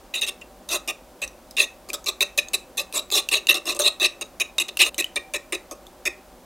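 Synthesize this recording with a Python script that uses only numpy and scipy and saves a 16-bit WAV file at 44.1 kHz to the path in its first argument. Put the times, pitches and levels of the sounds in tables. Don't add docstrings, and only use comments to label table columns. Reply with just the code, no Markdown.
import sys
import numpy as np
from scipy import signal
from scipy.fft import rfft, irfft
from scipy.io import wavfile

SR = 44100
rng = np.random.default_rng(int(sys.argv[2]) if len(sys.argv) > 2 else 0)


def generate_wav(sig):
    pcm = np.round(np.clip(np.atleast_2d(sig).T, -1, 1) * 32767).astype(np.int16)
    wavfile.write(sys.argv[1], SR, pcm)


N = 284438
SIZE = 8192
FREQ = np.maximum(np.arange(SIZE // 2 + 1) * SR / SIZE, 1)
TIME = np.arange(SIZE) / SR
BREAK_S = 4.892

# start in seconds, length in seconds, hardest point (0-1 of the length),
# strength in dB, then the wires' low ring and high ring in dB above that strength.
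SKIDS = [(0.138, 0.061, 0, -35, 4.5, 6), (0.215, .036, 0.38, -30.5, 4, 6),
         (0.265, 0.034, 0.74, -31.5, -0.5, -2.5), (0.413, 0.011, 0, -49.5, 10.5, -8),
         (0.688, 0.087, 0.69, -28, -3.5, -3.5), (0.876, 0.035, 0.46, -30.5, 2.5, -3),
         (1.217, .032, 0.53, -34, 6, -3), (1.567, 0.081, 0.49, -27, 7, 2.5),
         (1.888, 0.016, 0.3, -38.5, -7, -20), (1.932, 0.024, .4, -28.5, -30, -5.5),
         (2.06, 0.041, 0.66, -28.5, -4, 3.5), (2.2065, 0.026, .85, -24, 3, 4.5),
         (2.376, 0.021, 0, -23, 5, -1.5), (2.533, 0.022, 0.45, -23.5, -1, 0.5),
         (2.772, 0.049, 0.18, -29, -0.5, 0.5), (2.934, 0.067, 0.43, -26.5, -12, -3),
         (3.114, 0.092, 0.57, -24, -6.5, 2), (3.312, 0.034, 1, -25, 4.5, 3),
         (3.348, 0.041, 0.17, -32.5, 3, 8.5), (3.485, 0.045, 0.27, -24, 8, 5),
         (3.542, .04, 0.03, -30, -0.5, 2), (3.655, 0.078, 0.55, -31, 0, 2),
         (3.748, 0.023, 0.7, -37.5, -6, -10.5), (3.791, 0.044, 0, -24, -14.5, -4),
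         (3.834, 0.055, 0.8, -26.5, 0.5, 9), (3.998, 0.072, .82, -27.5, 5.5, 6),
         (4.211, 0.016, 0.7, -31, -.5, -2), (4.400, .023, .65, -26.5, 5.5, -1),
         (4.582, 0.0083, 0.2, -27.5, 0.5, 10), (4.598, 0.026, 0.86, -26, 3, -2),
         (4.683, .011, 0.7, -37, 3.5, 5.5), (4.791, .048, 0.43, -20.5, 5.5, 2),
         (4.84, 0.051, 0.2, -31.5, 1.5, -1.5), (4.98, .03, .1, -25, -0.5, 2),
         (5.158, 0.021, 0, -30, 5.5, 7), (5.337, 0.031, .5, -30.5, 3, 2), (5.523, 0.034, 0.05, -31, 2, 2.5),
         (5.711, 0.021, 0.3, -37.5, -14.5, -17), (6.053, .028, 0.65, -28.5, 6, -1.5)]
# time in seconds, low ring in Hz.
WIRE_PITCH = [(0.14, 2697), (0.6, 2613), (1.5, 2618), (2.4, 2563), (3.2, 2630), (3.52, 2718), (4.1, 2604),
              (4.8, 2714), (5.0, 2520), (6.05, 2527)]
# time in seconds, level in dB.
BOWL_LEVEL = [(0.3, -29.5), (0.7, -19.5), (1.3, -25), (2.3, -20.5), (2.55, -25), (3.8, -18.5), (4.6, -25),
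              (5.5, -16), (6.05, -21)]
def skids():
    out = np.zeros(N)
    usual_db, usual_hz = np.mean(SKIDS, axis=0)[3], np.mean(WIRE_PITCH, axis=0)[1]
    for start, length, hardest, db, low_db, high_db in SKIDS:
        upper_bowl_db, bend_lift_db, high_lift_db = (-8, 7.5, -4.5) if start > BREAK_S else (0, 0, 0)
        (low_hz,), (bowl_db,) = read(WIRE_PITCH, start), read(BOWL_LEVEL, start)
        high_hz = 3794 * (low_hz / usual_hz) ** 0.38
        force = slips(length, hardest * length)
        singing = force * (1 - np.exp(-TIME / 0.001196))
        bowl = bowl_ring(force, upper_bowl_db)
        bend = loop_bend(force)
        low = sliding(singing, length, 0.016,
                      lambda: wire_ring(low_hz, width_hz=129, split_hz=92, skirt_hz=1200))
        high = sliding(singing, length, 0.018,
                       lambda: wire_ring(high_hz, width_hz=228, split_hz=180, skirt_hz=1500))
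        bright = rasp(force, length, top_db=-0.14 + 0.15 * (db - usual_db))
        layers = [(bowl, bowl_db + 0.48 * db), (bend, db + low_db - 15.5 + bend_lift_db),
                  (low, db + low_db), (high, db + high_db + high_lift_db), (bright, db)]
        for spectrum, layer_db in layers:
            add(out, start, level(irfft(spectrum), layer_db, length))
    return out


# skid length in seconds,
# then pressure at landing and at lifting in dB, compared with the hardest point.
PRESSURE = [(.028, -3, -5.5), (.048, -13, -12.5)]
def slips(length, hardest_s, per_second=7000, chatter_hz=304.0, release_s=0.0028):
    land_db, lift_db = read(PRESSURE, length)
    hardest_s = np.clip(hardest_s, length / 20, length * 0.95)
    before = np.clip(1 - TIME / hardest_s, 0, 1)
    after = np.clip((TIME - hardest_s) / (length - hardest_s), 0, 1)
    pressure = undb(land_db * before ** 2 + lift_db * after ** 2)
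    contact = np.exp(-np.maximum(TIME - length, 0) / release_s)
    chatter = np.interp(TIME * chatter_hz, np.arange(SIZE), rng.standard_normal(SIZE))
    kicks = (rng.random(SIZE) < per_second / SR) * rng.choice([-1, 1], SIZE)
    sizes = undb(2.5 * np.minimum(rng.exponential(size=SIZE), 4))
    knock = 1 + undb(9) * np.exp(-TIME / 0.0012)
    return kicks * sizes * undb(1.5 * chatter) * pressure * contact * knock


def sliding(force, length, shift_s, body):
    place = np.minimum(TIME, length) / shift_s
    shares = (np.cos(np.pi / 2 * np.minimum(np.abs(place - k), 1)) for k in range(int(place[-1]) + 2))
    return sum(rfft(force * share) * body() for share in shares)


def wire_ring(hz, width_hz, split_hz, skirt_hz):
    cluster = [(hz - split_hz, width_hz, -4), (hz, width_hz, 0), (hz + split_hz, width_hz, -4)]
    return modes(cluster, scatter_db=4.5, detune=0.011) * resonance(FREQ, hz, skirt_hz)


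# pitch in Hz, width in Hz (wider dies sooner), relative level in dB.
BOWL_TONES = [(333.6, 61, -3.5), (368.7, 48, 0.5), (439, 39, -4), (540, 43, -5), (590.7, 36.3, 0.5),
              (727, 174, -8.5), (831, 254, -13), (1080, 88, -5), (1187, 89, -3.5), (1263, 85, -6.5)]
def bowl_ring(force, upper_db):
    ringing = modes(BOWL_TONES, scatter_db=2.0, detune=0.013) * resonance(FREQ, 616, 1400)
    upper = np.clip(np.log2(FREQ / 420), 0, 1)
    return rfft(force) * ringing * causal(undb(upper_db * upper))


# pitch in Hz, width in Hz, relative level in dB.
LOOP_TONES = [(1830, 92, -1), (1950, 93, -1), (2163, 110, -5.5)]
def loop_bend(force):
    return rfft(force) * modes(LOOP_TONES, scatter_db=0, detune=0.025) * resonance(FREQ, 1967, 460)


# frequency in Hz, relative level in dB.
RASP_COLOUR = [(200, -34.5), (500, -4), (1500, -10.5), (2200, -8.5), (3200, -5), (4500, -0.5), (5500, -1),
               (8000, 0), (9700, -3), (12000, -5), (14000, -8), (16000, -13)]
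def rasp(force, length, top_db):
    scraping = sliding(force, length, 0.018, lambda: steel(overtone_db=-1.5, echo_db=-1.5))
    top = np.clip(np.log2(FREQ / 7500) * 2, 0, 1)
    return scraping * causal(colour(FREQ, RASP_COLOUR)) * causal(undb(top_db * top))


# pitch in Hz, width in Hz, relative level in dB.
WIRE_OVERTONES = [(4990, 130, -13.5), (5485, 425, 10), (6423, 470, 5.5), (7740, 183, 10.5),
                  (8380, 136, 5.5), (8790, 380, 10), (10800, 290, 1.5), (11050, 87, 11), (12470, 330, 1.5),
                  (14000, 490, -12.5)]
def steel(overtone_db, echo_db):
    ringing = modes(WIRE_OVERTONES, scatter_db=4, detune=0.009)
    delay_s = rng.uniform(0.0002, 0.0009)
    echo = np.exp(-2j * np.pi * FREQ * delay_s)
    return (1 + undb(overtone_db) * ringing) * (1 + undb(echo_db) * echo)


# start in seconds,
# peak of the tick in dB, strength of the ring in dB above that, pitch of the ring in Hz.
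WIRE_TAPS = [(0.213, -16, -12, 2600), (0.6905, -17, -18, 2605), (1.277, -26, -1, 5830),
             (1.510, -29.5, -4, 5000), (1.9024, -22, 5.5, 2470), (2.043, -31, 1, 6500),
             (2.4853, -24, -2, 6400), (2.926, -20.5, -7.5, 2580), (3.1031, -20.5, -7, 2600),
             (3.2884, -12.5, 3, 2700), (3.354, -16, -16, 2680), (3.4701, -10, -1.5, 2780),
             (3.7658, -21, -5.5, 8200), (4.399, -14.5, -12, 2550), (4.5833, -9, -2.5, 2710),
             (4.7714, -10.5, -2.5, 2750), (4.9446, -21, -7, 3020), (5.0232, -24.5, 10, 2615),
             (5.0434, -15.5, 6, 3010), (5.8675, -34, 0.5, 3510)]
def taps():
    out, glaze = np.zeros(N), causal(colour(FREQ, RASP_COLOUR))
    snap = undb(7.5) * resonance(FREQ, 3760, 261)
    for start, db, ring_db, hz in WIRE_TAPS:
        hit, graze = np.exp(-TIME / 0.00028), undb(-18.5) * np.exp(-TIME / 0.0082)
        force = rng.standard_normal(SIZE) * (hit + graze)
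        tick = irfft(rfft(force) * glaze * (steel(overtone_db=-12.5, echo_db=-9) + snap))
        ring = np.sin(2 * np.pi * hz * TIME) * (1 - np.exp(-TIME / 0.00046)) * np.exp(-TIME / 0.0026)
        add(out, start, undb(db) * (tick / np.abs(tick).max() + undb(ring_db) * ring))
    return out


# start in seconds, strength in dB, pitch of the air pocket in Hz.
EGG_SLAPS = [(3.796, -18, 588), (4.018, -22.5, 367)]
def slaps():
    out, swell = np.zeros(N), 1 - np.exp(-TIME / 0.0016)
    for start, db, hz in EGG_SLAPS:
        plop = np.sin(2 * np.pi * hz * TIME) * swell * np.exp(-TIME / 0.013)
        burst = rng.standard_normal(SIZE) * swell * np.exp(-TIME / 0.0069)
        splash = irfft(rfft(burst) * resonance(FREQ, 1540, 1100) ** 2)
        add(out, start, undb(db) * (plop + undb(-3.5) * splash / np.abs(splash).max()))
    return out


# middle of a band in Hz, seconds to fade by 60 dB, gain in dB.
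ECHO_BANDS = [(350, 0.36, -13), (700, 0.15, -8.5), (1435, 0.35, -11), (2780, 0.24, -17),
              (4558, 0.19, -15.5), (7670, 0.24, -17), (13000, 0.18, -25.5)]
def kitchen_echo(x, first_echo_s=0.012):
    t = np.arange(SR // 2) / SR
    freq = np.maximum(np.arange(len(t) // 2 + 1) * SR / len(t), 1)
    centres = np.log([row[0] for row in ECHO_BANDS])
    noise, response = rfft(rng.standard_normal(len(t))), 0
    for share, (_, fade_s, db) in zip(np.eye(len(ECHO_BANDS)), ECHO_BANDS):
        fade = undb(-60 * t / fade_s) * (t > first_echo_s)
        band = irfft(noise * np.interp(np.log(freq), centres, share), len(t))
        response = response + undb(db) * band * fade / np.sqrt(np.sum(fade ** 2))
    return signal.fftconvolve(x, response)[:N]


# frequency in Hz, relative level in dB.
ROOM_NOISE = [(12, -52), (20, -7.5), (53, -4.5), (88, -19.5), (187, -17), (210, -22), (234, -8.5),
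              (377, -16.5), (434, -20), (499, -8), (780, -16.5), (897, -15), (1440, -22), (1910, -26.5),
              (16000, -34)]
# pitch in Hz, rough width in Hz, level in dB.
ROOM_DRONES = [(48.9, 7.7, -63.5), (64.4, 5.9, -73), (190.8, 9.2, -65), (248.4, 9.1, -68),
               (363, 31.6, -59.5), (588, 49, -58.5), (767.6, 19.6, -60)]
def background(noise_db=-50, side_db=-64.5):
    freq = np.maximum(np.arange(N // 2 + 1) * SR / N, 1)
    def noise(gain, db):
        return level(irfft(rfft(rng.standard_normal(N)) * gain, N), db, N / SR)
    thin_bottom = colour(freq, [(20, -8), (32, -2), (45, -0.5)])
    middle = noise(colour(freq, ROOM_NOISE) * thin_bottom, noise_db)
    for hz, width, db in ROOM_DRONES:
        middle += noise(resonance(freq, hz, 2 * width) ** 2, db)
    side_colour = [(20, -9), (60, -0.5), (110, -6), (300, -14), (2000, -25.5), (15000, -19)]
    side = noise(colour(freq, side_colour), side_db)
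    return np.array([middle + side, middle - side])


def undb(db):
    return 10 ** (np.asarray(db) / 20)


def level(x, db, seconds):
    return x * undb(db) / np.sqrt(np.sum(x ** 2) / (seconds * SR))


def add(track, start, x):
    i = int(start * SR)
    track[i:i + len(x)] += x[:len(track) - i]


def read(table, at):
    first, *others = np.transpose(table)
    return [np.interp(at, first, column) for column in others]


def resonance(freq, hz, width):
    return 1 / (1 + 1j * (freq ** 2 - hz ** 2) / (freq * width))


def modes(table, scatter_db, detune):
    chance = rng.standard_normal((len(table), 2))
    return sum((-1) ** k * undb(db + scatter_db * louder) * resonance(FREQ, hz * (1 + detune * up), width)
               for k, ((hz, width, db), (louder, up)) in enumerate(zip(table, chance)))


def colour(freq, points):
    hz, db = np.transpose(points)
    return undb(np.interp(np.log(freq), np.log(hz), db))


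def causal(gain):
    cepstrum = irfft(np.log(gain))
    cepstrum[1:SIZE // 2] *= 2
    cepstrum[SIZE // 2 + 1:] = 0
    return np.exp(rfft(cepstrum))


def scene():
    whisk = skids() + taps() + slaps()
    later = np.arange(N) / SR > BREAK_S
    echo = sum(kitchen_echo(whisk * part) * part for part in (~later, later))
    return whisk + echo + background()


def record(dry):
    return signal.sosfilt(signal.ellip(10, 0.2, 70, 15800, fs=SR, output="sos"), dry)


dry = scene()
out = record(dry)
generate_wav(out)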